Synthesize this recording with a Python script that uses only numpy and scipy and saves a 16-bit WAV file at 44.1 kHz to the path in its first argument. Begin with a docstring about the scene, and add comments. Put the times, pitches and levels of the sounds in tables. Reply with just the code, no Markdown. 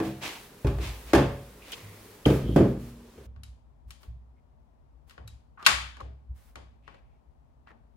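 """A small live room with a wooden table. Close to a hissy microphone, a cordless chainsaw, motor off, is
tilted and slid about and its battery is set down; each knock rings both the object and the table.
Then, from overhead through a quieter microphone, a hand works the plastic guard: small clicks and one
hard snap of the chain brake. Soft bumps make the table boom in both positions."""
import sys
import numpy as np
from scipy import signal
from scipy.fft import rfft, irfft, next_fast_len
from scipy.io import wavfile

SR = 44100
rng = np.random.default_rng(int(sys.argv[2]) if len(sys.argv) > 2 else 0)


def generate_wav(signal):
    """Clip the signal to [-1, 1] and save it as 16-bit WAV at the path in sys.argv[1]."""
    frames = np.transpose(np.atleast_2d(signal))
    scaled = np.clip(frames, -1, 1) * 32767
    pcm = np.round(scaled).astype(np.int16)
    wavfile.write(sys.argv[1], SR, pcm)


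N = 351036
TIME = np.arange(N) / SR
RING = np.arange(SR) / SR  # the seconds after a blow
BAND_HZ = 88 * 2 ** (np.arange(16) / 2)

# Noise floor at each microphone. Each row: frequency in Hz, level in dB.
CLOSE_FLOOR = [(24, -44), (40, -8), (137, -11.5), (176, -12), (243, -10), (329, -16), (402, -8), (697, -23),
               (990, -22), (1370, -27.5), (16000, -41)]
OVERHEAD_FLOOR = [(15, -41.5), (25, -23.5), (59, 3), (100, -14.5), (141, -11), (190, -23), (235, -14.5),
                  (310, -26), (500, -29.5), (640, -27), (950, -29), (1480, -41.5), (2600, -48.5),
                  (16000, -64)]
# Stereo width at each microphone. Each row: frequency in Hz, side against middle in dB.
CLOSE_WIDTH = [(100, -38.5), (380, -10), (750, -7), (2400, -3), (8000, -1)]
OVERHEAD_WIDTH = [(60, -2), (200, -8.5), (450, 2.5), (8000, -0.5)]
# Reflections at each microphone. Each row: frequency in Hz, strength in dB.
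CLOSE_ROOM = [(150, 1.5), (500, -0.5), (1000, -3.5), (3000, 1), (7000, -9.5), (13000, -7)]
OVERHEAD_ROOM = [(250, 0.5), (700, 0), (1200, -6), (2500, -5.5), (5000, -7.5), (8000, -4), (13000, -17.5)]
# Decay of the room. Each row: frequency in Hz, t60 in seconds.
ROOM_T60 = [(60, 0.94), (200, 0.43), (500, 0.42), (1200, 0.45), (3000, 0.49), (6000, .4), (13000, 0.35)]
# Skin brushing the housing (the long stroke is the steadying hand) and the saw shoved over the wood.
# Each row: start in seconds, length in seconds, level in dB.
SKIN_STROKES = [(0, 2.72, -57), (0, 0.083, -51), (.22, .23, -52.5), (.79, 0.3, -52.5), (1.66, 0.49, -56.5),
                (2.25, 0.12, -45), (2.77, 0.13, -56), (3.865, 0.023, -63.5), (3.99, 0.038, -62),
                (5.06, 0.019, -62.5), (6.335, .16, -65.5)]
SHOVES = [(0, 0.05, -44.5), (.2, 0.028, -29), (.785, 0.072, -38), (1.05, 0.036, -44), (1.62, 0.16, -50),
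          (2.335, 0.012, -44.5), (2.52, 0.031, -49), (2.81, 0.042, -65)]
# At 5.644 s a brief hiss near 3 kHz swells just before the brake snap; the rows near 3.1 kHz from # 2.25 to 2.6
# s are the battery's case ringing as it is set down, the first its contact click; the other # rows are plastic
# chafing. Each row: start and length in seconds, pitch in Hz, width in octaves, level in dB.
HISSES = [(1.607, 0.075, 2530, 0.16, -54.5), (1.715, 0.036, 3040, 0.28, -37),
          (1.72, 0.33, 2100, 0.12, -59.5), (2.254, 0.0056, 3080, 0.023, -21),
          (2.276, 0.048, 3080, 0.078, -44), (2.42, 0.17, 3140, .078, -53.5),
          (4.358, 0.053, 2183, .083, -78.5), (5.575, 0.12, 1225, 0.2, -47), (5.644, .025, 3083, 0.34, -38),
          (5.996, 0.026, 1120, 0.048, -40.5), (6.816, 0.2, 2500, .21, -65.5),
          (6.951, 0.28, 2300, 0.22, -80.5), (7.662, 0.071, 1840, 0.18, -59)]
# Soft bumps of hand and saw. 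Each row: start in seconds, pitch in Hz, level in dB, t60 in seconds.
BUMPS = [(0.878, 53.6, -41.5, 0.43), (1.041, 58, -46, 0.3), (1.3, 55.6, -38.5, 0.33),
         (1.821, 102.6, -47, 0.75), (3.249, 63, -43.5, 0.85), (3.355, 66.1, -40, 0.45),
         (3.469, 58, -49, 0.63), (3.852, 59.8, -38, 0.21), (4.068, 60.6, -39.5, 0.68),
         (5.188, 65.8, -43.5, 0.31), (5.235, 107.3, -45.5, 0.3), (5.307, 62.3, -43, 0.29),
         (5.718, 61.8, -40.5, 1), (6.014, 65.7, -43, 0.98), (6.288, 63.8, -30, 0.2),
         (6.553, 63.9, -49.5, 1)]
# Partials of a bump. Each row: multiple of the pitch, level in dB.
BOOM_PARTIALS = [(1.001, 4), (1.622, -10.5), (2.098, -23.5)]
# The saw knocking on the wood; the battery set down and tipped over.
# Each row: start in seconds, level in dB, tilt in dB per octave, table thump in dB.
SAW_KNOCKS = [(.001, -32, -3.5, -45.5), (.066, -36, -7.5, -45), (.646, -28.5, -6, -17.5),
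              (.669, -42.5, -0.5, -28), (.785, -42, -3, -28.5), (1.133, -22.5, -1.57, -32),
              (1.150, -22.5, -2, -33), (1.187, -23.5, -5.5, -30)]
BATTERY_KNOCKS = [(2.259, -18, -4.5, -26.5), (2.302, -22, -5.5, -31), (2.435, -31, -10.5, -29),
                  (2.488, -24.5, -12.5, -28.5), (2.561, -12.5, -6.5, -31.5), (2.580, -14.5, -10, -36.5),
                  (2.603, -12, -11.5, -36), (3.178, -52.5, -3.5, -48)]
# Plastic clicks, hard catches bright and soft nudges dull; the loudest are the chain brake. Each row:
# start in seconds, level in dB, tilt in dB per octave, body thud in dB, left over right in dB.
CLICKS = [(1.719, -62, 5, -58.5, -0.5), (1.732, -51.5, -4, -52, 2), (3.361, -58, -11.5, -64, 4),
          (3.434, -58.5, 0, -93, 3), (3.906, -54, -0.8, -77, 4.5), (4.031, -57.5, -5, -56, 4.5),
          (5.096, -60, -3, -73.5, 6.5), (5.108, -52.5, -6.5, -72, 3), (5.178, -47, -12.5, -49.5, 4),
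          (5.277, -58, -0.5, -75, 4), (5.574, -40, -24.5, -62, 4), (5.626, -48, -6.5, -49.5, 4),
          (5.6632, -10.5, -5.5, -51, 6), (5.6657, -11, -14.5, -35.5, 1.5), (5.668, -25.5, -1, -39.5, 1),
          (5.968, -48, -8.5, -55, 2), (6.004, -48.5, -7.5, -43.5, 6.5), (6.556, -43.5, -7, -45.5, 4),
          (6.877, -44.5, -12.5, -52.5, 7.5), (6.943, -57, -9.5, -57.5, 4), (7.671, -48, -16, -63.5, 4),
          (7.705, -55, -15, -54.5, 4.5)]
# A small steel spring pings with some clicks. Each row: start in seconds, level in dB.
PINGS = [(3.434, -61.5), (3.905, -70), (5.275, -58)]
# What each object rings with. Each row: frequency in Hz, level in dB, t60 in seconds.
TABLE_MODES = [(56, -6, 1.1), (67, 1.5, 0.44), (96, -1, 0.15), (114.5, 6, 0.17), (120.4, -5, 0.56),
               (134.5, -2, .55), (163, -4.5, 0.26), (200.4, 0, 0.49), (236.2, -23, 1.1), (293, 0.5, 0.18),
               (346.4, -2.5, 0.23), (394, -3.5, 0.42)]
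SAW_MODES = [(271, 0, 0.3), (324, 6, .32), (512, -13.5, 0.51), (564.7, -8, 0.68), (713, -7, 0.58),
             (907, -21.5, 0.26), (1013, -10.5, .3), (1037, -14.5, 0.35), (1056, -12.5, 0.41)]
BATTERY_MODES = [(195, -3.5, 0.5), (409.2, 2, 0.21), (457, -3, 0.18), (525, -11.5, .45), (645, -13.5, 0.26),
                 (752, -5.5, 0.27), (3060, -1, 0.1213), (3134, -3, 0.11)]
HOUSING_MODES = [(1116, -4.5, .14), (1252, -5.5, 0.031), (1448, -5, .07), (1607, -10.5, 0.053),
                 (1930, 0, .07), (2276, -4, 0.044), (2730, -4.5, 0.077), (3030, -4, 0.11),
                 (5094, -9, 0.061), (7260, -2, 0.026), (10584, -7.5, .04), (9170, -11, 0.022)]
SPRING_MODES = [(3880, 4, 0.17), (7900, -8, .11), (11300, 1, 0.069)]
# Spectrum of each kind of contact. Each row: frequency in Hz, level in dB.
SKIN_COLOUR = [(200, -4), (500, -1), (1200, -1.5), (3000, -7.5), (7000, -12), (11000, -10), (15500, -11.5)]
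DRAG_COLOUR = [(88, -35), (150, -8.5), (244, -15), (280, -0.5), (466, -6), (566, -4.5), (979, -3),
               (1310, -8.5), (2500, -3.5), (11900, -23.5), (16000, -28.5)]
SAW_COLOUR = [(220, -3), (480, 4.5), (1000, -1), (3500, -2.5)]
BATTERY_COLOUR = [(220, -.5), (480, 3.5), (1000, -5.5), (3500, -0.5)]
CLICK_COLOUR = [(1200, -3.5), (2000, -1), (4200, 3.5), (7800, 2.5), (13500, -4)]


def amp(db):
    """Decibels to amplitude."""
    return 10 ** (np.asarray(db) / 20)


def at(hz, points):
    """Read (Hz, value) points on a log-frequency axis."""
    f, value = np.transpose(points)
    return np.interp(np.log(hz + 1), np.log(f), value)


def add(out, start, sound):
    """Mix a sound in from its start in seconds."""
    i = int(start * SR)
    out[:, i:i + sound.shape[-1]] += sound[..., :N - i]


def unit(x):
    """Scale to rms 1."""
    return x / np.sqrt(np.mean(x ** 2, axis=-1, keepdims=True))


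def stereo(pair, colour, width):
    """Colour two unrelated signals and use them as middle and side; rms 1."""
    size = next_fast_len(pair.shape[-1], True)
    hz = np.fft.rfftfreq(size, 1 / SR)
    mid, side = rfft(pair, size) * amp(at(hz, colour))
    side = side * amp(at(hz, width))
    return unit(irfft([mid + side, mid - side], size)[:, :pair.shape[-1]])


def band_noise(width):
    """Two seconds of stereo noise in half-octave bands: (band, channel, sample)."""
    white = stereo(rng.standard_normal((2, 2 * SR)), [(1, 0), (SR, 0)], width)
    hz = np.fft.rfftfreq(2 * SR, 1 / SR)
    off_centre = np.clip(2 * np.log2((hz + 1) / BAND_HZ[:, None]), -1, 1)
    return unit(irfft(rfft(white) * np.cos(np.pi / 2 * off_centre)[:, None])) / np.sqrt(2)


def fade(hz, t60, rise_s=0):
    """One decay for each frequency; lows take longer to build up."""
    hz, t60 = np.reshape(hz, (-1, 1)), np.reshape(t60, (-1, 1))
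    return (1 - np.exp(-RING / (rise_s + .5 / hz))) * np.exp(-np.log(1000) * RING / t60)


def ringing(modes):
    """Frequencies and damped sines of an object's modes."""
    hz, db, t60 = np.transpose(modes)
    sign = (-1) ** np.arange(len(hz))
    return hz, (sign * amp(db))[:, None] * fade(hz, t60) * np.sin(2 * np.pi * hz[:, None] * RING)


def burst(noise, envelopes, db):
    """Countless overlapping modes or reflections: a stretch of band noise dying away."""
    i = int(rng.random() * SR)
    return np.einsum("b,bt,bct->ct", amp(db), envelopes, noise[:, :, i:i + SR])


def blow_colour(colour, level_db, tilt_db, thud_hz, thud_db):
    """Spectrum of a blow: tilted by the hardness of the contact, over a thud from its weight."""
    hz, db = np.transpose(colour)
    return [(thud_hz, thud_db), *zip(hz, level_db + db + tilt_db * np.log2(hz / hz[0]))]


def background(overhead_from_s=3.262):
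    """Hiss of the close microphone, then the room's low murmur at the overhead one, leaning left."""
    close = stereo(rng.standard_normal((2, N)), CLOSE_FLOOR, CLOSE_WIDTH) * amp(-53.5)
    overhead = stereo(rng.standard_normal((2, N)), OVERHEAD_FLOOR, OVERHEAD_WIDTH) * amp(-58)
    crossfade = np.clip((TIME - overhead_from_s) / .0085, 0, 1)
    return close * (1 - crossfade) + overhead * crossfade * amp([[2.5], [-2.5]])


def reflections(sound, noise, colour):
    """One second of what the room gives back: dense reflections that linger longest in the bass."""
    white_db = 10 * np.log10(BAND_HZ * 2 * np.log(2) / SR / (SR / 100))
    decay = fade(BAND_HZ, at(BAND_HZ, ROOM_T60), rise_s=.00089)
    response = burst(noise, decay, white_db + at(BAND_HZ, colour))
    return signal.fftconvolve(sound[None, :SR // 3], response[:, :2 * SR // 3 + 1], axes=1)


def grains(n, per_s, grain_db):
    """Two dense runs of tiny impulses of uneven size."""
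    impulses = (rng.random((2, n)) < per_s / SR) * rng.standard_normal((2, n))
    return impulses * amp(grain_db * rng.standard_normal(n))


def sliding(strokes, colour, attack_s, fall_db_per_s, slips_per_s, grain_db):
    """Friction, close up: each stroke is a run of tiny slips that gathers speed, holds and dies away."""
    power = 0
    for start, length, db in strokes:
        since = np.maximum(TIME - start, 0)
        rise = 1 - np.exp(-(since / attack_s) ** 2)
        fall_db = np.clip(fall_db_per_s * (since - length), 0, 200)
        power += (rise * amp(db - fall_db)) ** 2
    return stereo(grains(N, slips_per_s, grain_db), colour, CLOSE_WIDTH) * np.sqrt(power)


def hisses(skirt_db_per_octave=7):
    """Brief swells of grainy noise, each through one resonance."""
    out = np.zeros((2, N))
    octaves = np.linspace(-5, 5, 201)
    for start, length, hz, width, db in HISSES:
        n = int(length * SR)
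        grit = grains(SR, per_s=3000, grain_db=3)[:, :n]
        peak_db = -10 * np.log10(1 + (octaves / width) ** 2) - skirt_db_per_octave * abs(octaves)
        hiss = stereo(grit, list(zip(hz * 2 ** octaves, peak_db)), CLOSE_WIDTH)
        add(out, start, amp(db) * hiss * np.sin(np.pi * np.arange(n) / n))
    return out


def bumps(rise_s=.017, detune=.041):
    """Slow pushes reach only the lowest modes of table and room; the grip shudders as it pushes."""
    out, noise = np.zeros((2, N)), band_noise(OVERHEAD_WIDTH)[:3]
    multiple, partial_db = np.transpose(BOOM_PARTIALS)
    shudder_db = -9 - 9 * np.log2(BAND_HZ[:3] / BAND_HZ[0])
    for start, hz, db, t60 in BUMPS:
        partial_hz = hz * multiple * (1 + detune * rng.standard_normal(len(multiple)) * (multiple > 1.2))
        sines = np.sqrt(2) * np.sin(2 * np.pi * partial_hz[:, None] * RING)
        swell = (1 - np.exp(-(RING / rise_s) ** 2)) * np.exp(-np.log(1000) * RING / t60)
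        boom = swell * (amp(db + partial_db) @ sines)
        add(out, start, boom + burst(noise, [swell] * 3, db + shudder_db))
    return out


def knocks(blows, body_modes, body_colour, modes_db, crack_db, scatter_db=5):
    """Close up: each blow rings the table and the body that hits it, cracks and fills the room."""
    out, noise = np.zeros((2, N)), band_noise(CLOSE_WIDTH)
    hz, modes = ringing(TABLE_MODES + body_modes)
    crack_fade = fade(BAND_HZ, t60=.051)
    wash_fade = fade(BAND_HZ, at(BAND_HZ, ROOM_T60), rise_s=.0021)
    # in the bass the few strong modes carry the sound; the contact is too soft for the very top
    dense_db = at(BAND_HZ, [(90, -4), (250, -2), (500, 0), (720, -1.5), (1000, 2), (3800, -3.5),
                            (7500, -7.5), (14000, -13)])
    radiation = amp(-6) * hz ** 2 / (hz ** 2 + 700 ** 2)  # only higher modes radiate well
    for start, level_db, tilt_db, thump_db in blows:
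        colour = blow_colour(body_colour, level_db, tilt_db, thud_hz=65, thud_db=thump_db)
        band_db = at(BAND_HZ, colour) + dense_db
        strengths = amp(at(hz, colour) + modes_db + scatter_db * rng.standard_normal(len(hz)))
        crack = burst(noise, crack_fade, band_db + crack_db)
        echo = amp(-8) * reflections(crack[0] + (strengths * radiation) @ modes, noise, CLOSE_ROOM)
        # what leaves the body in all other directions blends into a smooth wash
        wash = burst(noise, wash_fade, band_db - 5)
        add(out, start, strengths @ modes + crack + echo + wash)
    return out


def spring_pings():
    """A small steel spring rings in its few high modes."""
    out = np.zeros((2, N))
    _, modes = ringing(SPRING_MODES)
    for start, db in PINGS:
        add(out, start, amp(db) * modes.sum(axis=0))
    return out


def clicks(scatter_db=2, left_lead_s=.00074):
    """From overhead: plastic catches let go with a crack that rings the housing, then the room."""
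    out, noise = np.zeros((2, N)), band_noise(OVERHEAD_WIDTH)
    hz, modes = ringing(HOUSING_MODES)
    crack_fade = fade(BAND_HZ, t60=.03)
    wash_fade = fade(BAND_HZ, at(BAND_HZ, ROOM_T60), rise_s=.002)
    housing_db = at(BAND_HZ, [(90, -7), (250, -10.5), (700, -3), (1100, -1.5), (2500, -1.5),
                              (4000, 1.5), (7500, -2.5), (11000, 5), (15000, -3)])
    for start, level_db, tilt_db, thud_db, left_db in CLICKS:
        colour = blow_colour(CLICK_COLOUR, level_db, tilt_db, thud_hz=518, thud_db=thud_db)
        band_db = at(BAND_HZ, colour) + housing_db
        contact_s = .0001 * 2 ** (-tilt_db / 5.5)  # a soft, dull nudge pushes longer
        push = 1 - np.exp(-RING / contact_s)
        crack, scattered = push * burst(noise, crack_fade, band_db + 5.5)
        strengths = amp(at(hz, colour) + scatter_db * rng.standard_normal(len(hz)))
        direct = crack + push * (strengths @ modes)
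        delayed = np.interp(RING - left_lead_s, RING, direct, left=0)
        side = amp(-10) * scattered  # the table top throws the crack back from another side
        echo = amp(-11) * reflections(direct, noise, OVERHEAD_ROOM)
        wash = burst(noise, wash_fade, band_db + at(BAND_HZ, OVERHEAD_ROOM) - 4)
        pan = amp([[left_db / 2], [-left_db / 2]])
        add(out, start, pan * (np.array([direct + side, delayed - side]) + echo + wash))
    return out


def scene():
    """Knocks, clicks, brief hisses, bumps and friction over the noise floor."""
    saw = knocks(SAW_KNOCKS, SAW_MODES, SAW_COLOUR, modes_db=-2, crack_db=5)
    battery = knocks(BATTERY_KNOCKS, BATTERY_MODES, BATTERY_COLOUR, modes_db=-3, crack_db=2)
    drag = sliding(SHOVES, DRAG_COLOUR, attack_s=.04, fall_db_per_s=127.5,
                   slips_per_s=12000, grain_db=3)
    skin = sliding(SKIN_STROKES, SKIN_COLOUR, attack_s=.025, fall_db_per_s=245,
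                   slips_per_s=30000, grain_db=1.5)
    return saw + battery + clicks() + spring_pings() + hisses() + bumps() + drag + skin + background()


def record(dry):
    """The recorder rounds the highest peaks and cuts the top above 15.9 kHz."""
    rounded = dry / (1 + (dry / .9) ** 4) ** .25
    return signal.sosfilt(signal.ellip(10, .2, 70, 15900, fs=SR, output="sos"), rounded)


dry = scene()
out = record(dry)
generate_wav(out)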